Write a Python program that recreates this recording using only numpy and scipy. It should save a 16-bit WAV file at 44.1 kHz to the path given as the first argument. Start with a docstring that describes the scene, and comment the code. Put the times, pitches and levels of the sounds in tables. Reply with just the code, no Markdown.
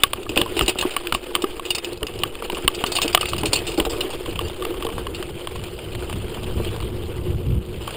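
"""A mountain bike runs down a stony dirt trail onto smoother ground, heard by a microphone in a case on the rider.
From the start rocks thud (ringing modes under a noise push), the chain slaps (bursts of clicks) and the
plastic mount knocks (chattering noise through hollow modes), over tyre hum and grit; the brake disc sings now and then.
The slaps and knocks thin out past halfway, where larger stones crack (scraping noise with broad resonances).
Wind, low shaped noise in gusts, grows towards the end."""
import sys
import numpy as np
from scipy import signal
from scipy.fft import rfft, irfft
from scipy.io import wavfile
from scipy.ndimage import uniform_filter1d

SR = 44100
rng = np.random.default_rng(int(sys.argv[2]) if len(sys.argv) > 2 else 0)


def transcribe(signal):
    """Save signal, clipped to [-1, 1], as a 16-bit WAV file at the path in sys.argv[1]."""
    frames = np.atleast_2d(signal).T
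    limited = np.clip(frames, -1, 1)
    pcm = np.round(limited * 32767).astype(np.int16)
    wavfile.write(sys.argv[1], SR, pcm)


N = 351036
TIME = np.arange(N) / SR
AGE = np.arange(8192) / SR  # seconds since a blow

# spectrum of crushed grit and stone: freq_hz, relative level_db
GRIT_SPECTRUM = [(200, -7.5), (600, 14.5), (1150, 5), (1500, 6), (2900, 1), (4700, 4.5), (6000, -2),
                 (7100, -6.5), (8200, -11), (9050, -1), (12000, 14), (15000, -9.5)]
# ground under the tyres: time_s, relative hum_db, relative grit_db
GROUND_LEVELS = [(0.0, -40, -40.5), (0.31, -40, -45.5), (0.53, -36.5, -39.5), (0.82, -38.5, -35.5),
                 (1.24, -38.5, -43), (1.68, -38.5, -42), (2.04, -40.5, -46), (2.46, -35, -41),
                 (2.81, -36, -39.5), (3.12, -37, -36), (3.94, -30.5, -40), (4.23, -37.5, -40),
                 (4.77, -32, -42), (5.52, -39, -43), (6.74, -34, -41), (7.14, -35.5, -45),
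                 (7.56, -39.5, -49.5), (7.96, -38.5, -39)]
STONY_FROM_S, STONY_TO_S = .2, 4.6  # then packed dirt with scattered pebbles
DIRT_BUMPS = 0.6  # bumpiness of the dirt, as a share of the stony stretch


def gain_of(db):
    """Decibels to amplitude."""
    return np.exp(np.asarray(db) * (np.log(10) / 20))


def evened(x):
    """Scales to an rms of 1."""
    return x / np.sqrt(np.mean(x ** 2) + 1e-20)


def sized(x, seconds):
    """Scales a burst to the energy that an rms of 1 has in the given time."""
    return x * np.sqrt(seconds * SR / (np.sum(x ** 2) + 1e-20))


def add(mix, s, sound):
    """Mixes a sound in at a time."""
    part = mix[max(round(s * SR), 0):][:len(sound)]
    part += sound[:len(part)]


def through(x, response):
    """Passes a sound through an impulse response."""
    return signal.oaconvolve(x, response)[:len(x)]


def level(curve, s, axis=1):
    """Reads a column of a level curve, in dB, at the given times."""
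    rows = np.array(curve)
    return np.interp(s, rows[:, 0], rows[:, axis])


def colour(points, cased=False, size=4096):
    """Minimum-phase impulse response with a given spectrum, optionally heard through the case."""
    # what the case lets through: freq_hz, gain_db
    case_gains = [(1900, -8.5), (2400, -2.5), (2950, 4.5), (4100, -12), (5000, -12.5), (5700, -27),
                  (6350, -21.5), (7200, -3), (9200, -3), (10000, -22.5), (12000, -47), (14100, -13.5),
                  (15100, 4.5), (15600, -60)]
    # narrow resonances of the case: freq_hz, width_hz, peak_db
    case_peaks = [(1240, 66, 2.5), (10740, 58, 13), (13400, 180, -3)]
    hz = np.fft.rfftfreq(size, 1 / SR)
    db = np.zeros(len(hz))
    for table in [points, case_gains] if cased else [points]:
        table_hz, table_db = np.array(table).T
        db += np.interp(np.log(hz + 1), np.log(table_hz), table_db)
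    if cased:
        for peak_hz, width_hz, peak_db in case_peaks:
            db += peak_db / (1 + (2 * (hz - peak_hz) / width_hz) ** 2)
    # folding the cepstrum makes the response causal
    cepstrum = irfft(np.log(gain_of(db)))
    cepstrum[1:size // 2] *= 2
    cepstrum[size // 2 + 1:] = 0
    return irfft(np.exp(rfft(cepstrum)))


def ring(modes, detune):
    """Sums dying sine modes; each blow finds them a little different."""
    hz, db, t60_s = np.transpose(modes)[:, :, None]
    hz = hz * (1 + detune * rng.standard_normal(hz.shape))
    decay = gain_of(db - 60 * AGE / t60_s)
    return (decay * np.sin(2 * np.pi * hz * AGE)).sum(0)


def wander(rate_hz):
    """Smooth random curve with a spread of 1."""
    hz = np.fft.rfftfreq(N, 1 / SR)
    smooth = rfft(rng.standard_normal(N)) * np.exp(-(hz / rate_hz) ** 2)
    return evened(irfft(smooth, N))


def grains(length, per_s, spread_db):
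    """Randomly timed clicks: many small, a few large."""
    size = gain_of(spread_db * np.minimum(rng.exponential(1, length), 5))
    sign = rng.choice([-1, 1], length)
    return size * sign * (rng.random(length) < per_s / SR)


def mottled(x, patchy_db, size=512):
    """Colour that shifts from moment to moment, in patches some hundreds of Hz wide."""
    z = signal.stft(x, nperseg=size, noverlap=size * 3 // 4)[2]
    patches = uniform_filter1d(rng.standard_normal(z.shape[::-1]), size=7, axis=0)  # along time
    patches = evened(uniform_filter1d(patches, size=8, axis=1))  # along frequency
    return signal.istft(z * gain_of(patchy_db * patches.T), nperseg=size, noverlap=size * 3 // 4)[1][:N]


def scattered(start_s, end_s, db, colour_db, spread_db, count):
    """Light events strewn along a stretch of trail: rows of time_s, level_db, second_part_db."""
    place, strength, tint = rng.uniform(-1, 1, (count, 3)).T
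    s = start_s + (end_s - start_s) * (np.arange(count) + .5 + place / 2) / count
    return list(zip(s, db + spread_db * strength, colour_db + 2 * spread_db * tint))


def wind(level_db=-2, gust_db=1.0, flutter_db=3.0):
    """Lumpy turbulence on the case: quick buffets and flutter ride on the slow gusts."""
    # wind spectrum: freq_hz, relative level_db
    wind_spectrum = [(10, -11), (28, -17.5), (55, 0.5), (95, 2), (145, -4.5), (220, -10.5), (400, -29),
                     (800, -48), (2000, -54), (5000, -71), (15000, -61), (15800, -90)]
    # slow gusts: time_s, relative level_db
    gust_levels = [(0, -48), (0.4, -34), (0.85, -45), (1.8, -46.5), (2.2, -34), (2.5, -46), (3.15, -41),
                   (3.42, -27), (3.85, -37.5), (4.05, -42.5), (4.4, -30.5), (4.7, -38), (4.95, -34),
                   (5.5, -36.5), (6.65, -24.5), (7.1, -28), (7.21, -24), (7.55, -17.5), (7.75, -29.5),
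                   (7.96, -26)]
    swing_db = gust_db * wander(rate_hz=8.9) + flutter_db * wander(rate_hz=10)
    buffets = rng.standard_normal(N) * gain_of(swing_db)
    rumble = evened(through(buffets, colour(wind_spectrum)))
    return gain_of(level_db + level(gust_levels, TIME)) * rumble


def tyres(hum_db=3, grit_db=0, stones_db=-3.0, sway_db=-1.0, hum_swing_db=3.0, grit_swing_db=3.5, count=12):
    """Tread drums a hollow hum and crushes grit with the bumps, grinds pebbles and sways the microphone."""
    # hollow tyre hum: freq_hz, relative level_db
    hum_spectrum = [(100, -29.5), (250, -16), (315, -8.5), (357, 1.5), (400, -8.5), (470, -6), (540, -14.5),
                    (700, -24.5), (1200, -25), (2500, -66)]
    # low sway: freq_hz, relative level_db
    sway_spectrum = [(8, 6), (22, -5), (45, -3), (90, -16.5), (300, -68)]
    bumps = wander(rate_hz=35) * np.interp(TIME, [STONY_TO_S, STONY_TO_S + 1], [1, DIRT_BUMPS])
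    hum = through(rng.standard_normal(N) * gain_of(hum_swing_db * bumps), colour(hum_spectrum))
    sway = through(rng.standard_normal(N), colour(sway_spectrum))
    rolling = gain_of(hum_db) * evened(hum) + gain_of(sway_db) * evened(sway)

    crunch = colour(GRIT_SPECTRUM, cased=True)
    grit = through(grains(N, per_s=7000, spread_db=3) * gain_of(grit_swing_db * bumps), crunch)
    stones = np.zeros(N)
    for crush_s in np.geomspace(.001, .007, count):
        hits = grains(N, per_s=14, spread_db=2.3)
        stones += through(hits, sized(pebble(crush_s, tone_db=10.5, count=2), seconds=1))
    ground = gain_of(grit_db) * evened(grit) + gain_of(stones_db) * evened(through(stones, crunch))
    # every patch of trail has its own mix of stone sizes
    ground = mottled(ground, patchy_db=2.5)
    hum_gain = gain_of(level(GROUND_LEVELS, TIME, axis=1))
    grit_gain = gain_of(level(GROUND_LEVELS, TIME, axis=2))
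    return hum_gain * rolling + grit_gain * ground


def brake(rise_s=0.0026):
    """The disc grazes its pads and rings in a few dying modes."""
    # grazes: time_s, relative level_db
    grazes = [(0.70, -46), (3.267, -37), (3.545, -47), (4.447, -41.5)]
    # modes of the disc: freq_hz, relative level_db, t60_s
    disc_modes = [(2800, 9, 0.13), (4640, 6.5, 0.095), (7200, 4, 0.091)]
    out = np.zeros(N)
    for s, db in grazes:
        add(out, s, gain_of(db) * ring(disc_modes, detune=0.0018) * (1 - np.exp(-AGE / rise_s)))
    return out


def pebble(crush_s, tone_db=7, width=0.15, rise=0.15, count=3):
    """A few chips of one stone scrape in quick succession, each with a broad resonance at a random pitch."""
    hz, out = np.fft.rfftfreq(len(AGE), 1 / SR), np.zeros(len(AGE))
    swell = (1 - np.exp(-AGE / (rise * crush_s))) * np.exp(-AGE / crush_s)
    for chip in range(count):
        own_hz = np.exp(rng.uniform(np.log(600), np.log(9000)))
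        resonance = 1 + gain_of(tone_db) / (1 + 2j * (hz - own_hz) / (width * own_hz))
        scrape = irfft(rfft(rng.standard_normal(len(AGE)) * swell) * resonance)
        add(out, chip * crush_s * rng.uniform(0, 2), sized(scrape, seconds=1) / (chip + 1))
    return sized(out, seconds=crush_s)


def crunches(crack_db=-11, body_db=-6, crush_s=0.0025, over_grit_db=15.0):
    """Larger stones give way with a bright crack and dull body; loose pebbles pop, louder with more grit."""
    # stones cracking under the tread: time_s, relative level_db, low_body_db
    large_stones = [(0.4993, -30, -22), (1.268, -27, -4), (2.158, -29, -15), (2.5202, -17, -24),
                    (4.0929, -20, -6), (4.2593, -17.5, -5), (4.33, -21.5, -22), (4.3573, -16, -11),
                    (4.7403, -25, 2), (4.848, -16, -6), (4.888, -19.5, 2), (5.226, -12.5, -29),
                    (5.558, -17, -14), (5.6378, -16.5, -32), (5.95, -15.5, -30), (6.127, -13.5, -24),
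                    (6.344, -18.5, -21), (6.372, -31, 9), (6.432, -18.5, -30), (6.647, -14, -27),
                    (6.762, -18, -15), (6.802, -19.5, -4), (6.824, -21, -5), (7.907, -16.5, -28),
                    (7.9444, -24, -22)]
    out, crack = np.zeros(N), colour(GRIT_SPECTRUM, cased=True)
    body = colour([(300, -56), (750, 22), (1150, 18), (1700, -1.5), (3000, -25)])
    pops = scattered(STONY_FROM_S, end_s=7.6, db=over_grit_db, colour_db=-8, spread_db=3.5, count=90)
    pebbles = [(s, db + level(GROUND_LEVELS, s, axis=2), low_db) for s, db, low_db in pops]
    for s, db, low_db in large_stones + pebbles:
        scrape = pebble(crush_s, tone_db=5)
        stone = gain_of(crack_db) * sized(through(scrape, crack), seconds=0.0029)
        stone += gain_of(body_db + low_db) * sized(through(scrape, body), seconds=0.0013)
        add(out, s, gain_of(db) * stone)
    return out


def chain(jingle_db=-7.5, stay_db=-3, steel_db=-15, rise_s=0.00057, link_db=0, link_t60_s=0.014,
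          light_settle_s=0.0035, count=24):
    """Links land one after another on the frame with short rings; steel rings on; light slaps fall on stony ground."""
    # hard slaps: time_s, relative level_db, frame_ring_db, settle_s
    hard_slaps = [(0.231, -31, -1, .0044), (0.2917, -23.5, 0.5, 0.0082), (0.3586, -22.5, 2, 0.011),
                  (0.3751, -24, 2, 0.027), (0.5666, -25.5, 2, 0.028), (0.6172, -22, -0.5, 0.012),
                  (0.6604, -19, -11, 0.0032), (0.6797, -8, -5, 0.0065), (0.6931, -10.5, -9, 0.0058),
                  (0.7857, -14.5, -3.5, 0.0071), (0.81, -15.5, -2, 0.0079), (0.9066, -27, -1, 0.011),
                  (1.1391, -23, -3.5, 0.016), (1.42, -16.5, -7, 0.0047), (1.652, -27, -3, .017),
                  (1.7042, -12.5, -1, 0.0089), (1.7484, -12.5, -8.5, 0.007), (1.782, -16.5, -6, 0.004),
                  (1.845, -20, -1, 0.0078), (2.067, -21.5, -3, 0.0057), (2.5472, -26, 0, 0.0086),
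                  (2.747, -20.5, -12, 0.0072), (2.8625, -18.5, -6.5, 0.012), (2.918, -15.5, -33, 0.011),
                  (2.952, -13.5, -9, 0.0088), (2.9642, -11, -3.5, 0.0087), (3.0168, -11, -7, 0.012),
                  (3.03, -15, -1, .0043), (3.0785, -13, -3.5, 0.0038), (3.128, -21, -13, 0.0098),
                  (3.2101, -12.5, -4, 0.0049), (3.2864, -21, -12, 0.014), (3.381, -20.5, -8, .009),
                  (3.4555, -15, -6, 0.013), (3.5313, -4.5, -14, 0.0068), (3.5563, -11, -5, 0.009),
                  (3.588, -22, -9, 0.0072), (3.6669, -24, -4, 0.036), (3.7742, -23, -14, 0.015),
                  (3.7984, -22, 4, 0.002), (3.851, -21.5, -7, 0.0078), (3.8967, -23.5, -15, 0.025),
                  (4.0065, -16, -2, 0.0071), (4.1027, -28, -4, 0.018), (5.146, -27, -1, 0.013)]
    # spectrum of the jingle: freq_hz, relative level_db
    jingle_spectrum = [(300, -1), (800, 2.5), (1200, -5.5), (2500, -19.5), (4500, 12), (6300, 4),
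                       (7600, -4), (9200, -1.5), (11000, 22), (15000, -5)]
    # modes of chain and sprockets: freq_hz, relative level_db, t60_s
    steel_modes = [(2566, 31.5, 0.12), (2790, -30, .06), (3230, 25, 0.076), (3648, 28.5, 0.064),
                   (4400, 25, 0.033), (4880, -19, .06), (7150, 5.5, 0.032), (8150, -21, .06),
                   (8900, 19, 0.15)]
    out, links = np.zeros(N), colour(jingle_spectrum, cased=True)
    stay = colour([(1200, -37), (2200, -18.5), (2850, 2), (3400, -15.5), (4500, -12), (7000, -69)])
    light = scattered(STONY_FROM_S, STONY_TO_S, db=-28.5, colour_db=-8, spread_db=4.5, count=20)
    for s, db, ring_db, settle_s in hard_slaps + [(*row, light_settle_s) for row in light]:
        landing = (1 - np.exp(-AGE / rise_s)) * np.exp(-AGE / settle_s)
        clicks = grains(len(AGE), per_s=4400, spread_db=2.5) * landing
        tinkle = ring([(hz, 0, link_t60_s) for hz in rng.uniform(2106, 9540, count)], detune=0)
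        metal = evened(clicks) + gain_of(link_db) * evened(through(clicks, tinkle))
        slap = gain_of(jingle_db) * evened(through(metal, links))
        slap += gain_of(stay_db + ring_db) * evened(through(clicks, stay))
        slap += gain_of(steel_db) * evened(through(clicks, ring(steel_modes, detune=0.0004)))
        # longer slaps carry more energy
        add(out, s, gain_of(db) * slap * np.sqrt(settle_s / AGE[-1]))
    return out


def knocks(tap_hz=1140, clack_db=1, crack_db=0, chatter_s=0.003, first_db=9, tail_db=-21, tail_s=0.0083):
    """Loose plastic meets, chatters briefly and rings the hollow case; light taps fall between hard knocks."""
    # hard knocks of the mount: time_s, relative clack_db, crack_db over the clack, pitch_hz
    hard_knocks = [(0.035, -6, 2.5, 1130), (0.133, -16, -1.5, 1160), (0.265, -26.5, -27, 1160),
                   (0.375, -17.5, 5.5, 1030), (0.415, -12, -1.5, 1150), (0.461, -21, -18, 1050),
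                   (0.592, -19.5, 4.5, 950), (0.61, -11.5, -4, 1180), (0.825, -16.5, -8, 1150),
                   (0.834, -20, -17, 1110), (0.965, -13.5, -3, 1137), (1.071, -34, 13, 1330),
                   (1.124, -11.5, -4.5, 1160), (1.148, -13.5, -4, 1120), (1.352, -14, 1.5, 1160),
                   (1.361, -19, -6, 1140), (1.442, -14, -12.5, 1160), (1.596, -20.5, -9, 1140),
                   (2.03, -24, 2.5, 1130), (2.235, -15, 1, 1170), (2.423, -21, -13, 1160),
                   (2.499, -19.5, -3.5, 980), (2.57, -22.5, -9, 1140), (2.678, -9.5, 2, 1140),
                   (2.839, -10.5, -7, 1150), (2.986, -14, -6, 1110), (3.148, -3.5, -1.5, 1140),
                   (3.175, -12, -6, 1210), (3.23, -16.5, -13, 1210), (3.256, -31.5, 10.5, 1150),
                   (3.333, -15.5, -7.5, 1170), (3.434, -20, -4, 1030), (3.8, -19.5, 4, 1010),
                   (3.851, -21, -7, 1100), (4.391, -18.5, -3, 1140), (4.623, -20.5, -8.5, 1170),
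                   (4.651, -21.5, -2.5, 1120), (4.824, -23.5, -4, 1130), (4.867, -21.5, -6.5, 1150),
                   (4.981, -20.5, -17, 1130), (5.068, -21.5, -8.5, 1110), (5.472, -22, -4, 1060),
                   (6.097, -26.5, -4.5, 1130), (7.876, -20.5, -8.5, 1120)]
    # modes of the case: multiple of the pitch, relative level_db, t60_s
    clack_modes = [(.66, -8, .018), (.86, -10.5, 0.017), (1, 7, 0.021), (1.4, -9, 0.025)]
    # spectrum of the sharp crack: freq_hz, relative level_db
    crack_spectrum = [(500, -24.5), (1100, 0.5), (1600, 10.5), (2200, 8.5), (3200, 10), (4500, 7.5),
                      (6000, 1), (7500, -5.5), (11000, 15), (16000, -5)]
    out, snap = np.zeros(N), colour(crack_spectrum, cased=True)
    # the chatter stops abruptly, leaving a faint tail
    contact = np.exp(-(AGE / chatter_s) ** 2) + gain_of(tail_db) * np.exp(-AGE / tail_s)
    light = scattered(STONY_FROM_S, STONY_TO_S, db=-34, colour_db=-3, spread_db=3.5, count=18)
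    for s, db, sharp_db, pitch_hz in hard_knocks + [(*row, tap_hz) for row in light]:
        chatter = contact * rng.standard_normal(len(AGE))
        chatter[0] = gain_of(first_db)  # first contact
        modes = [(multiple * pitch_hz, mode_db, t60_s) for multiple, mode_db, t60_s in clack_modes]
        clack = sized(through(chatter, ring(modes, detune=0.015)), seconds=0.0015)
        crack = sized(through(chatter, snap), seconds=0.0049)
        add(out, s, gain_of(db) * (gain_of(clack_db) * clack + gain_of(crack_db + sharp_db) * crack))
    return out


def rocks(thud_db=-5, jolt_db=-2, jolt_s=0.012, boom_db=4, boom_t60_s=0.029):
    """A tyre booms over a rock: frame and wheels ring, and the shock shakes the microphone."""
    # wheel hits: time_s, relative thud_db, jolt_db over the thud, contact_s, boom_hz
    hits = [(0.176, -20, -24, 0.027, 339), (0.294, -17.5, -13, 0.0029, 338), (0.366, -11, -22, 0.0066, 345),
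            (0.383, -9, -28, 0.026, 348), (0.567, -12, -27, 0.013, 355), (0.609, -17.5, -4, .0033, 553),
            (0.623, -15, -7, 0.0065, 388), (0.681, -11.5, -24, 0.0048, 501),
            (0.756, -20.5, -18, 0.0033, 395), (0.852, -9.5, -28, 0.0027, 335),
            (0.861, -21, -19, .0044, 302), (1.125, -23, -4, 0.0059, 417), (1.438, -9, -37, 0.0072, 350),
            (2.019, -15, -11, 0.02, 340), (2.53, -17, -21, .0057, 342), (2.643, -22.5, 1, .0045, 330),
            (2.777, -21.5, -15, .0062, 363), (3.045, -12, -36, 0.012, 363), (3.431, -12, -18, 0.03, 358),
            (3.78, -7.5, -33, 0.012, 350), (3.797, -8.5, -16, 0.0083, 350), (3.865, -12.5, -13, .0063, 382),
            (4.279, -15, -11, 0.0085, 361), (4.851, -15.5, -28, 0.0039, 360),
            (6.242, -21.5, -6, .0063, 355), (6.6, -15, -14, .0045, 450)]
    # modes of frame and wheels: freq_hz, relative level_db, t60_s
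    frame_modes = [(365, 14, 0.087), (442.4, 12.5, 0.087), (543, 10.5, 0.03), (744, 4.5, 0.066)]
    # deep jolt: freq_hz, relative level_db
    jolt_spectrum = [(15, 22), (45, 36), (80, 25), (150, 10), (260, 20), (800, -147)]
    # push of a tyre on a rock: freq_hz, relative level_db
    push_spectrum = [(80, -24), (190, -14), (330, -7), (700, -11.5), (1500, -3), (4000, -21)]
    out, shake, rubber = np.zeros(N), colour(jolt_spectrum), colour(push_spectrum)
    for s, db, deep_db, contact_s, boom_hz in hits:
        scrub = rng.standard_normal(len(AGE))
        push = through(scrub * np.exp(-AGE / contact_s), rubber)
        body = ring(frame_modes, detune=0.039) + ring([(boom_hz, boom_db, boom_t60_s)], detune=0)
        thud = sized(through(push, body), seconds=0.0071)
        jolt = sized(through(scrub * np.exp(-AGE / jolt_s), shake), seconds=0.02)
        add(out, s, gain_of(db) * (gain_of(thud_db) * thud + gain_of(jolt_db + deep_db) * jolt))
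    return out


def scene():
    """Sums the sources, all close and in the open air, as one channel."""
    return (wind() + tyres() + brake() + crunches() + chain() + knocks() + rocks())[None]


def record(dry, sizzle_db=-27, ceiling=1.0):
    """A faint sizzle near 12 kHz follows the low sound; peaks over the ceiling clip; then the band limit."""
    low = through(dry[0], colour([(60, -24), (200, 2.5), (360, 2.0), (700, 11.5), (1500, 12)]))
    carrier = np.cos(2 * np.pi * 12000 * TIME)
    clipped = np.clip(dry + gain_of(sizzle_db) * low * carrier, -ceiling, ceiling)
    low_pass = signal.firwin(255, 16300, window=("kaiser", 8), fs=SR)  # edge in Hz
    return signal.oaconvolve(clipped, low_pass[None], "same")


dry = scene()
out = record(dry)
transcribe(out)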